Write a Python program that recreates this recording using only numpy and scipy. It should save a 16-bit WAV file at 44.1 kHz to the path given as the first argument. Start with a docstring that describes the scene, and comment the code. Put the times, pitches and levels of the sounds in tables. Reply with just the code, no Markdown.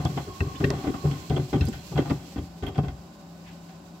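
"""Shoes in a washing machine

Shoes tumble in a front-loading washer, heard close to the door in a small room. Each fall booms in
the tub, rings the steel drum, slaps and scuffs. Lace tips tick, soles skid and slide, and a few heels
hit the door glass. The motor whines and hisses, then slows to a quiet hum as the shoes come to rest."""
import sys
import numpy as np
from scipy import signal
from scipy.fft import rfft, irfft
from scipy.io import wavfile
from scipy.ndimage import uniform_filter1d

SR = 44100
rng = np.random.default_rng(int(sys.argv[2]) if len(sys.argv) > 2 else 0)


def transcribe(signal):
    """Save signal, clipped to [-1, 1], as a 16-bit WAV file at the path in sys.argv[1]."""
    frames = np.atleast_2d(signal).T
    limited = np.clip(frames, -1, 1)
    pcm = np.round(limited * 32767).astype(np.int16)
    wavfile.write(sys.argv[1], SR, pcm)


N = 176400
T = np.arange(N) / SR
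HIT_SAMPLES = SR // 2
AGE = T[:HIT_SAMPLES]  # seconds since a hit began

# Shoes landing: start_s, swell_s, fade_s, boom_hz, boom_db, ring_hz, ring_db, slap_db, scuff_db
FALLS = [(0.0, 0.0035, 0.051, 137, -22, 290, -33.5, -36.5, -47),
         (.051, 0.0051, 0.013, 125, -17, 256, -25, -26.5, -39.5),
         (0.097, 0.0079, 0.052, 131, -23, 327, -35, -55, -49),
         (0.161, 0.0088, 0.023, 152, -26, 266, -31, -64, -50),
         (0.173, 0.0041, 0.018, 165, -46, 367, -33.5, -27, -37),
         (0.275, 0.012, 0.019, 76, -33.5, 358, -38.5, -41.5, -65),
         (0.405, 0.0091, 0.014, 102, -17, 360, -26.5, -37.5, -63),
         (.435, 0.013, 0.16, 113, -26, 328, -35.5, -46, -53.5),
         (.601, 0.0066, 0.022, 132, -25, 330, -23.5, -33.5, -41.5),
         (.628, 0.0045, 0.019, 158, -36, 400, -20.5, -46, -49),
         (0.643, 0.002, 0.0053, 138, -13.5, 380, -20, -52, -32.5),
         (0.665, 0.014, 0.0095, 124, -23, 397, -25.5, -48, -46),
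         (.702, 0.0026, 0.037, 160, -24, 330, -23.5, -32.5, -43.5),
         (0.732, 0.006, 0.26, 136, -21, 285, -29.5, -40, -46),
         (0.836, 0.0091, 0.031, 99, -40, 280, -29.5, -33.5, -44),
         (.868, 0.011, 0.016, 150, -30.5, 270, -20.5, -40, -40),
         (.940, 0.0048, 0.01, 134, -39, 261, -25.5, -32.5, -45.5),
         (1.038, 0.01, 0.0049, 148, -26, 380, -25.5, -44, -57),
         (1.051, 0.0094, 0.064, 137, -17, 337, -27, -34, -45),
         (1.107, 0.012, 0.096, 145, -58, 246, -32.5, -57, -44.5),
         (1.299, 0.011, 0.031, 126, -19.5, 340, -24.5, -30, -41.5),
         (1.327, 0.013, 0.046, 147, -22, 344, -29.5, -37, -47),
         (1.363, 0.0052, 0.02, 136, -35, 338, -24, -30.5, -39),
         (1.39, 0.0087, 0.026, 128, -22, 353, -28.5, -40.5, -46.5),
         (1.528, 0.0066, 0.034, 150, -51, 340, -21.5, -27.5, -37),
         (1.544, 0.013, 0.0055, 152, -18.5, 255, -19.5, -53, -41),
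         (1.608, 0.01, 0.032, 94.4, -15, 286, -27, -40, -38.5),
         (1.675, 0.012, 0.011, 128, -40, 247, -23.5, -40, -51),
         (1.726, 0.023, 0.024, 136, -34.5, 306, -47, -44, -40.5),
         (1.913, 0.019, 0.029, 136, -31, 348, -34, -39, -57),
         (1.953, 0.021, 0.0096, 140, -18.5, 314, -30, -31, -44),
         (1.974, 0.01, 0.022, 140, -43, 332, -56, -27.5, -31.5),
         (1.984, 0.0059, 0.0047, 160, -24, 280, -14.5, -31.5, -50),
         (2.045, 0.024, 0.068, 166, -29.5, 300, -35, -36, -46),
         (2.099, 0.003, 0.017, 160, -31.5, 304, -23, -30.5, -35.5),
         (2.110, 0.005, 0.0083, 157, -18, 310, -19.5, -27, -46),
         (2.359, 0.0052, 0.029, 148, -43, 264, -25.5, -39.5, -47),
         (2.377, 0.016, 0.012, 93, -25.5, 278, -63, -45, -47),
         (2.624, 0.0077, 0.04, 90.5, -25, 350, -28.5, -34, -40.5),
         (2.664, 0.023, 0.025, 85, -33, 357, -34.5, -36, -45),
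         (2.753, 0.015, 0.022, 160, -37, 354, -34, -38, -44.5),
         (2.780, 0.007, 0.012, 190, -17, 266, -24, -28.5, -39),
         (2.785, 0.0055, 0.0079, 63, -24.5, 240, -30, -31, -58),
         (2.832, 0.0059, 0.032, 169, -22, 330, -38.5, -40, -47.5),
         (2.881, 0.0053, 0.015, 87, -26, 298, -39, -40, -42)]
# The notes each part rings with, dying by 60 dB in ring_s: pitch_hz, ring_s, level_db
TUB_NOTES = [(62, 0.38, -7.5), (81.3, 0.25, -3), (96.3, 0.11, 4), (125.6, 0.23, -2), (143.4, 0.22, 3),
             (170, 0.17, -6)]
DRUM_NOTES = [(239, 0.072, -6), (278.9, 0.08, 2.5), (312.8, 0.11, -7), (370.8, 0.11, -3.5),
              (396.8, 0.096, -1), (436, 0.037, -9.5), (559, 0.1, -0.5)]
PANEL_NOTES = [(588, 0.024, -1.5), (736, 0.054, 1.5), (782.5, 0.051, 1.5), (936, 0.013, -1),
               (1004, 0.025, -15), (1049, 0.15, -18.5), (1166, 0.094, -11.5)]
SHELL_NOTES = [(1481, 0.061, -4.5), (1522, 0.064, -2), (1857, 0.048, -3), (2043, 0.061, -2.5),
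               (2217, 0.039, -9), (2640, 0.065, -7), (3130, 0.015, -7.5), (3200, 0.021, -10),
               (3256, 0.045, -3.5)]
GLASS_NOTES = [(1410, 0.045, -46), (1600, 0.066, -7), (1883, 0.031, 7), (2600, 0.037, -2.5),
               (2670, 0.027, 1), (3670, 0.12, -11), (4070, 0.026, -4), (5150, 0.015, 3), (6040, .025, -12)]
# The tone of each noise, from low to high: pitch_hz, level_db
SCUFF_TONE = [(900, -23), (1500, -1.5), (2500, 1), (3500, -4.5), (5000, -8), (7000, -12), (9000, -27),
              (16000, -24)]
LEFT_HISS_TONE = [(1500, -19), (2600, -13), (4200, -15.5), (5000, -14), (6000, -16), (7500, -35),
                  (9500, -25), (12000, -20), (16000, -29)]
RIGHT_HISS_TONE = [(1500, -13), (2600, 0.5), (3300, -2.5), (4300, 3.5), (5200, 2.5), (6500, 0), (7700, 2),
                   (8100, -2), (8500, -11.5), (10000, -10), (12500, -6.5), (16000, -9.5)]
BEARING_TONE = [(30, -42), (50, -6), (66, -3), (100, -6), (128, -24), (165, -0.5), (205, 3), (260, -5.5),
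                (305, 0), (330, -9.5), (395, -4.5), (455, -33), (580, -9), (680, -11), (790, -14.5),
                (900, -14.5), (1050, -14), (1400, -22.5), (2000, -30), (3500, -46), (6000, -43.5)]
ROLL_TONE = [(30, -29), (65, 16.5), (150, -17), (300, 1), (500, -7.5), (700, -40), (900, -22), (1500, -21),
             (3000, -17.5), (5000, -42)]
# How hard the motor drives, which the hiss and the drum's roll follow: time_s, level_db
MOTOR_DRIVE = [(0, -55), (1.2, -55.5), (1.9, -55), (2.33, -57), (2.42, -59.5), (2.5, -63.5), (3.0, -64.5),
               (3.45, -64), (4.0, -65)]
# Thin tones of the driven motor: pitch_hz, level_db
DRIVEN_TONES = [(3289, -66.5), (4147, -63), (5125, -73), (6096, -73), (6920, -74)]
# Ringing of the slow motor and of the cabinet: pitch_hz, width_hz, level_db
IDLE_TONES = [(3780, 120, -71.5), (4830, 900, -69.5), (7200, 130, -73)]
CABINET_TONES = [(69.1, 30, -67.5), (100.5, 20, -58.5), (567.6, 94, -59.5), (768, 89, -59), (1046, 28, -69),
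                 (1490, 67, -68)]
# The motor's whine over time: time_s, pitch_hz, level_db
WHINE_PATH = [(0, 1065, -48), (.2, 1115, -55), (.36, 1075, -47), (.5, 1105, -45.5), (.6, 1075, -45),
              (.8, 1130, -46.5), (1.0, 1115, -45), (1.22, 1055, -49.5), (1.35, 1050, -59), (2.2, 1050, -80),
              (2.5, 1030, -68)]
# The motor's hum over time: time_s, level_db
HUM_LEVELS = [(0, -54), (2.55, -46.5), (3.0, -48.5), (3.5, -46), (4.0, -47.5)]
# Dry clicks of a lace tip: start_s, level_db, brightest_hz
LACE_CLICKS = [(0.0503, -33, 6260), (0.7031, -28.5, 5400)]
# Lace tips and eyelets hitting steel: start_s, level_db, pitch_hz, crack_over_ring_db
LACE_TICKS = [(0.054, -37.5, 3330, -11), (.178, -44, 3254, -4), (.556, -43, 3270, -8),
              (1.111, -39, 3240, -1.5), (1.297, -37, 3370, 2), (1.362, -36, 3180, -16),
              (1.559, -41, 3210, 1), (1.653, -40.5, 10900, 10), (1.668, -39.5, 4990, -3),
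              (1.684, -37, 7600, 2), (1.979, -40, 3175, -12), (2.097, -41.5, 4800, -4),
              (2.665, -37.5, 3234, -8), (2.685, -44, 3150, 4), (2.776, -46.5, 4870, -2),
              (2.666, -49.5, 12400, -2), (2.747, -47, 3340, 8)]
# Rubber soles skidding on steel: start_s, length_s, first_hz, last_hz, level_db
SOLE_SKIDS = [(0.267, 0.045, 447, 294, -40), (0.699, 0.046, 660, 500, -36),
              (0.706, 0.041, 1083, 810, -44.5), (.852, 0.045, 684, 418, -39.5)]
# Knocks on the door glass: start_s, level_db, pitch_hz, spread_octaves
DOOR_KNOCKS = [(0.4055, -26.5, 1880, 0.84), (0.6414, -23.5, 1890, 0.99), (0.7043, -32, 2200, 0.85),
               (1.6091, -31.5, 3830, 0.43)]
# Soft slides on the drum: start_s, swell_s, fade_s, level_db
SHOE_SLIDES = [(0.543, 0.01, 0.017, -46), (2.383, 0.0032, 0.0091, -51), (3.441, 0.043, 0.04, -49.5),
               (3.679, 0.014, 0.057, -55)]

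LEAN_LEFT_DB = [[1.75], [-1.75]]  # left ear, right ear


def gain(db):
    """Turn decibels into a number to multiply by."""
    return 10 ** (np.asarray(db) / 20)


def unit(x):
    """Scale a sound so its average level (rms) is 1."""
    return x / np.sqrt(np.mean(x ** 2))


def at_level(x, db):
    """Scale a hit so its loudest moment has this level."""
    power = uniform_filter1d(np.mean(np.atleast_2d(x) ** 2, axis=0), size=300)
    return gain(db) * x / np.sqrt(power.max())


def curve(rows, col=1):
    """Join the rows of a time table with straight lines."""
    rows = np.array(rows)
    return np.interp(T, rows[:, 0], rows[:, col])


def colour(x, tone):
    """Turn lows and highs up or down, following (pitch_hz, level_db) points."""
    hz, db = np.array(tone).T
    size = x.shape[-1]
    log_hz = np.log(np.fft.rfftfreq(size, 1 / SR) + 1)
    return irfft(rfft(x) * gain(np.interp(log_hz, np.log(hz), db)), size)


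def wavering_tone(hz, width_hz):
    """An unsteady tone: the wider it is, the rougher it sounds."""
    rolloff = 1 + (2 * np.fft.rfftfreq(N, 1 / SR) / width_hz) ** 2
    drift_a, drift_b = irfft(rfft(rng.standard_normal((2, N))) / rolloff, N)
    phase = 2 * np.pi * np.cumsum(np.broadcast_to(hz, N)) / SR
    return unit(drift_a * np.cos(phase) + drift_b * np.sin(phase))


def noise(width):
    """Stereo noise for one hit: width 0 is the same in both ears, 1 is unrelated."""
    mid, side = rng.standard_normal((2, HIT_SAMPLES))
    return np.array([mid + width * side, mid - width * side])


def ring(force, notes, hz=1000, spread_octaves=np.inf):
    """A force sets a part's notes ringing; a small spread favours those near hz."""
    response = np.zeros(HIT_SAMPLES)
    for pitch_hz, ring_s, db in notes:
        strength = gain(db) * np.exp(-0.5 * (np.log2(pitch_hz / hz) / spread_octaves) ** 2)
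        response += strength * np.sin(2 * np.pi * pitch_hz * AGE) * gain(-60 * AGE / ring_s)
    padded = 2 * HIT_SAMPLES
    return irfft(rfft(force, padded) * rfft(response, padded))[..., :HIT_SAMPLES]


def contact(swell_s, fade_s):
    """The pressure of a touch builds, then dies away."""
    return np.minimum(AGE / swell_s, 1) * np.exp(-np.maximum(AGE - swell_s, 0) / fade_s)


def add(out, start_s, x):
    """Mix a sound in at its start time."""
    i = int(start_s * SR)
    out[:, i:i + x.shape[-1]] += x[..., :N - i]


def shoe_falls():
    """Each fall is one push, then an uneven rub of sole and cloth; both make the machine ring."""
    out = np.zeros((2, N))
    push = signal.unit_impulse(HIT_SAMPLES)
    soft_sole = signal.butter(4, 520, fs=SR, output="sos")  # it hardly shakes the drum above 520 Hz
    for start_s, swell_s, fade_s, boom_hz, boom_db, ring_hz, ring_db, slap_db, scuff_db in FALLS:
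        uneven = gain(3 * np.repeat(rng.standard_normal(HIT_SAMPLES // 90), 90))
        rub = contact(swell_s, fade_s) * uneven
        rub /= np.linalg.norm(rub)
        squash = np.minimum(AGE / swell_s, 1)
        tub_force = push + 0.23 * rub * noise(width=0.024)
        boom = squash * ring(tub_force, TUB_NOTES, boom_hz, spread_octaves=0.45)
        drum_force = push + 0.58 * rub * noise(width=0.19)
        drum = squash * ring(drum_force, DRUM_NOTES, ring_hz, spread_octaves=0.4)
        drum = signal.sosfilt(soft_sole, drum)
        # The slap and the scuff build faster than the boom.
        slap = ring(contact(0.63 * swell_s, fade_s) * uneven * noise(width=0.53), PANEL_NOTES)
        brush = contact(0.21 * swell_s, fade_s) * uneven
        shell = unit(ring(brush * noise(width=1), SHELL_NOTES))
        dry_scuff = unit(brush * colour(noise(width=1), SCUFF_TONE))
        scuff = at_level(shell + gain(-3) * dry_scuff, scuff_db) * gain([[-1], [1]])
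        thud = at_level(boom, boom_db) + at_level(drum, ring_db)
        add(out, start_s, thud + at_level(slap, slap_db) + scuff)
    return out


def motor_hiss(flutter_hz=30.54, flutter_db=1.43):
    """The motor's hiss flutters, mostly on the right, and drops as the drive eases."""
    flutter = np.interp(T * flutter_hz, np.arange(400), rng.standard_normal(400))
    left = gain(5) * unit(colour(rng.standard_normal(N), LEFT_HISS_TONE))
    right = gain(8) * unit(colour(rng.standard_normal(N), RIGHT_HISS_TONE))
    return gain(curve(MOTOR_DRIVE) + flutter_db * flutter) * np.array([left, right])


def motor_whine(slows_at_s=2.27, changeover_s=0.14):
    """The driven motor has a rough whine and thin tones; fainter ones take over as it slows."""
    driven = 0.5 - 0.5 * np.tanh((T - slows_at_s) / changeover_s)
    singing = sum(gain(db) * wavering_tone(hz, width_hz=18) for hz, db in DRIVEN_TONES)
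    idling = sum(gain(db) * wavering_tone(hz, width_hz) for hz, width_hz, db in IDLE_TONES)
    whine = np.array([wavering_tone(curve(WHINE_PATH), width_hz=61) for _ in range(2)])
    whine *= gain(curve(WHINE_PATH, col=2))
    return whine + driven * singing * gain([[-4], [4]]) + (1 - driven) * idling


def motor_hum(pitch_hz=169.7, beating_hz=197.5):
    """The motor's low, slightly rough hum beats against a weaker tone beside it."""
    steady = np.sqrt(2) * np.sin(2 * np.pi * pitch_hz * T)
    rough = 0.4 * wavering_tone(pitch_hz, width_hz=32)
    beating = gain(-11) * wavering_tone(beating_hz, width_hz=2.3)
    return gain(curve(HUM_LEVELS)) * (steady + rough + beating)


def rumble(tone):
    """Deep noise with its lows in the middle and its highs spread wide."""
    mid, side = colour(rng.standard_normal((2, N)), tone)
    side = colour(side, [(87, -22), (435, -9), (870, -1)])
    return unit(np.array([mid + side, mid - side]))


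def drum_turning():
    """The bearings rumble through the cabinet; the drum rolls louder while driven."""
    cabinet = sum(gain(db) * wavering_tone(hz, width_hz) for hz, width_hz, db in CABINET_TONES)
    bearings = gain(-48.5) * rumble(BEARING_TONE)
    roll = gain(curve(MOTOR_DRIVE) + 8) * rumble(ROLL_TONE)
    return cabinet + bearings + roll


def lace_tips(swell_s=0.0005, ring_s=0.071):
    """Lace tips and eyelets hit the steel: some just click, most ring briefly."""
    out = np.zeros((2, N))
    soften = signal.butter(2, 7500, fs=SR, output="sos")
    for start_s, db, hz in LACE_CLICKS:
        click = signal.sosfilt(soften, contact(swell_s, fade_s=0.0022) * noise(width=0.7))
        click = colour(click, [(hz / 4, -14), (hz, 0), (hz * 2, -9)])
        add(out, start_s, at_level(click, db) * gain([[-4], [2]]))
    for start_s, db, hz, crack_db in LACE_TICKS:
        tone = [(hz / 4, -14), (hz, 0), (hz * 2, -12), (hz * 3, -22)]
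        crack = contact(swell_s, fade_s=0.0052) * colour(noise(width=0.57), tone)
        notes = [(hz - 210, ring_s, -4), (hz, ring_s, 0), (hz + 210, ring_s, -4)]
        tick = unit(ring(crack, notes)) + gain(crack_db) * unit(crack)
        add(out, start_s, at_level(tick, db) * gain([[-6], [2]]))
    return out


def sole_skids(roughness=0.035):
    """A rubber sole sticks and slips ever more slowly, making a falling groan."""
    out = np.zeros((2, N))
    for start_s, length_s, first_hz, last_hz, db in SOLE_SKIDS:
        progress = np.linspace(0, 1, int(length_s * SR))
        wobble = unit(uniform_filter1d(rng.standard_normal(HIT_SAMPLES), size=90))[:len(progress)]
        hz = first_hz * (last_hz / first_hz) ** progress * (1 + roughness * wobble)
        groan = np.sqrt(progress) * (1 - progress) * np.sin(2 * np.pi * np.cumsum(hz) / SR)
        add(out, start_s, at_level(groan, db))
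    return out


def door_knocks():
    """A heel gives the door glass a short, hard push that makes it ring."""
    out = np.zeros((2, N))
    for start_s, db, hz, spread_octaves in DOOR_KNOCKS:
        rub = contact(swell_s=0.00037, fade_s=0.0032) * noise(width=1)
        force = signal.unit_impulse(HIT_SAMPLES) + 0.14 * rub
        add(out, start_s, at_level(ring(force, GLASS_NOTES, hz, spread_octaves), db))
    return out


def shoe_slides():
    """A shoe slides along the drum with a soft brushing noise."""
    out = np.zeros((2, N))
    for start_s, swell_s, fade_s, db in SHOE_SLIDES:
        slide = contact(swell_s, fade_s) * colour(noise(width=0.82), SCUFF_TONE)
        add(out, start_s, at_level(slide, db))
    return out


def room(x, echo_s=0.79, echo_db=-18):
    """Nearby walls add a short, blurred echo."""
    tail = noise(width=0.13) * contact(swell_s=0.012, fade_s=echo_s / np.log(1000))
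    tail /= np.linalg.norm(tail[0])
    return x + gain(echo_db) * signal.fftconvolve(x, tail, axes=1)[:, :N]


def scene():
    """The shoes, drum and hum sit a little to the left, over the motor's hiss and whine."""
    shoes = room(shoe_falls() + lace_tips() + sole_skids() + door_knocks() + shoe_slides())
    return (shoes + drum_turning() + motor_hum()) * gain(LEAN_LEFT_DB) + motor_hiss() + motor_whine()


def record(dry):
    """The microphones lose the deepest bass and the very top, and the left one is duller."""
    bass_cut = signal.butter(3, 46, "high", fs=SR, output="sos")
    top_cut = signal.ellip(10, 0.2, 80, 15750, fs=SR, output="sos")
    left, right = signal.sosfilt(bass_cut, dry)
    left = colour(left, [(3500, -2), (5000, -8.5), (7000, -22.5), (9500, -26), (13000, -9)])
    return signal.sosfilt(top_cut, np.array([left, right]))


dry = scene()
out = record(dry)
transcribe(out)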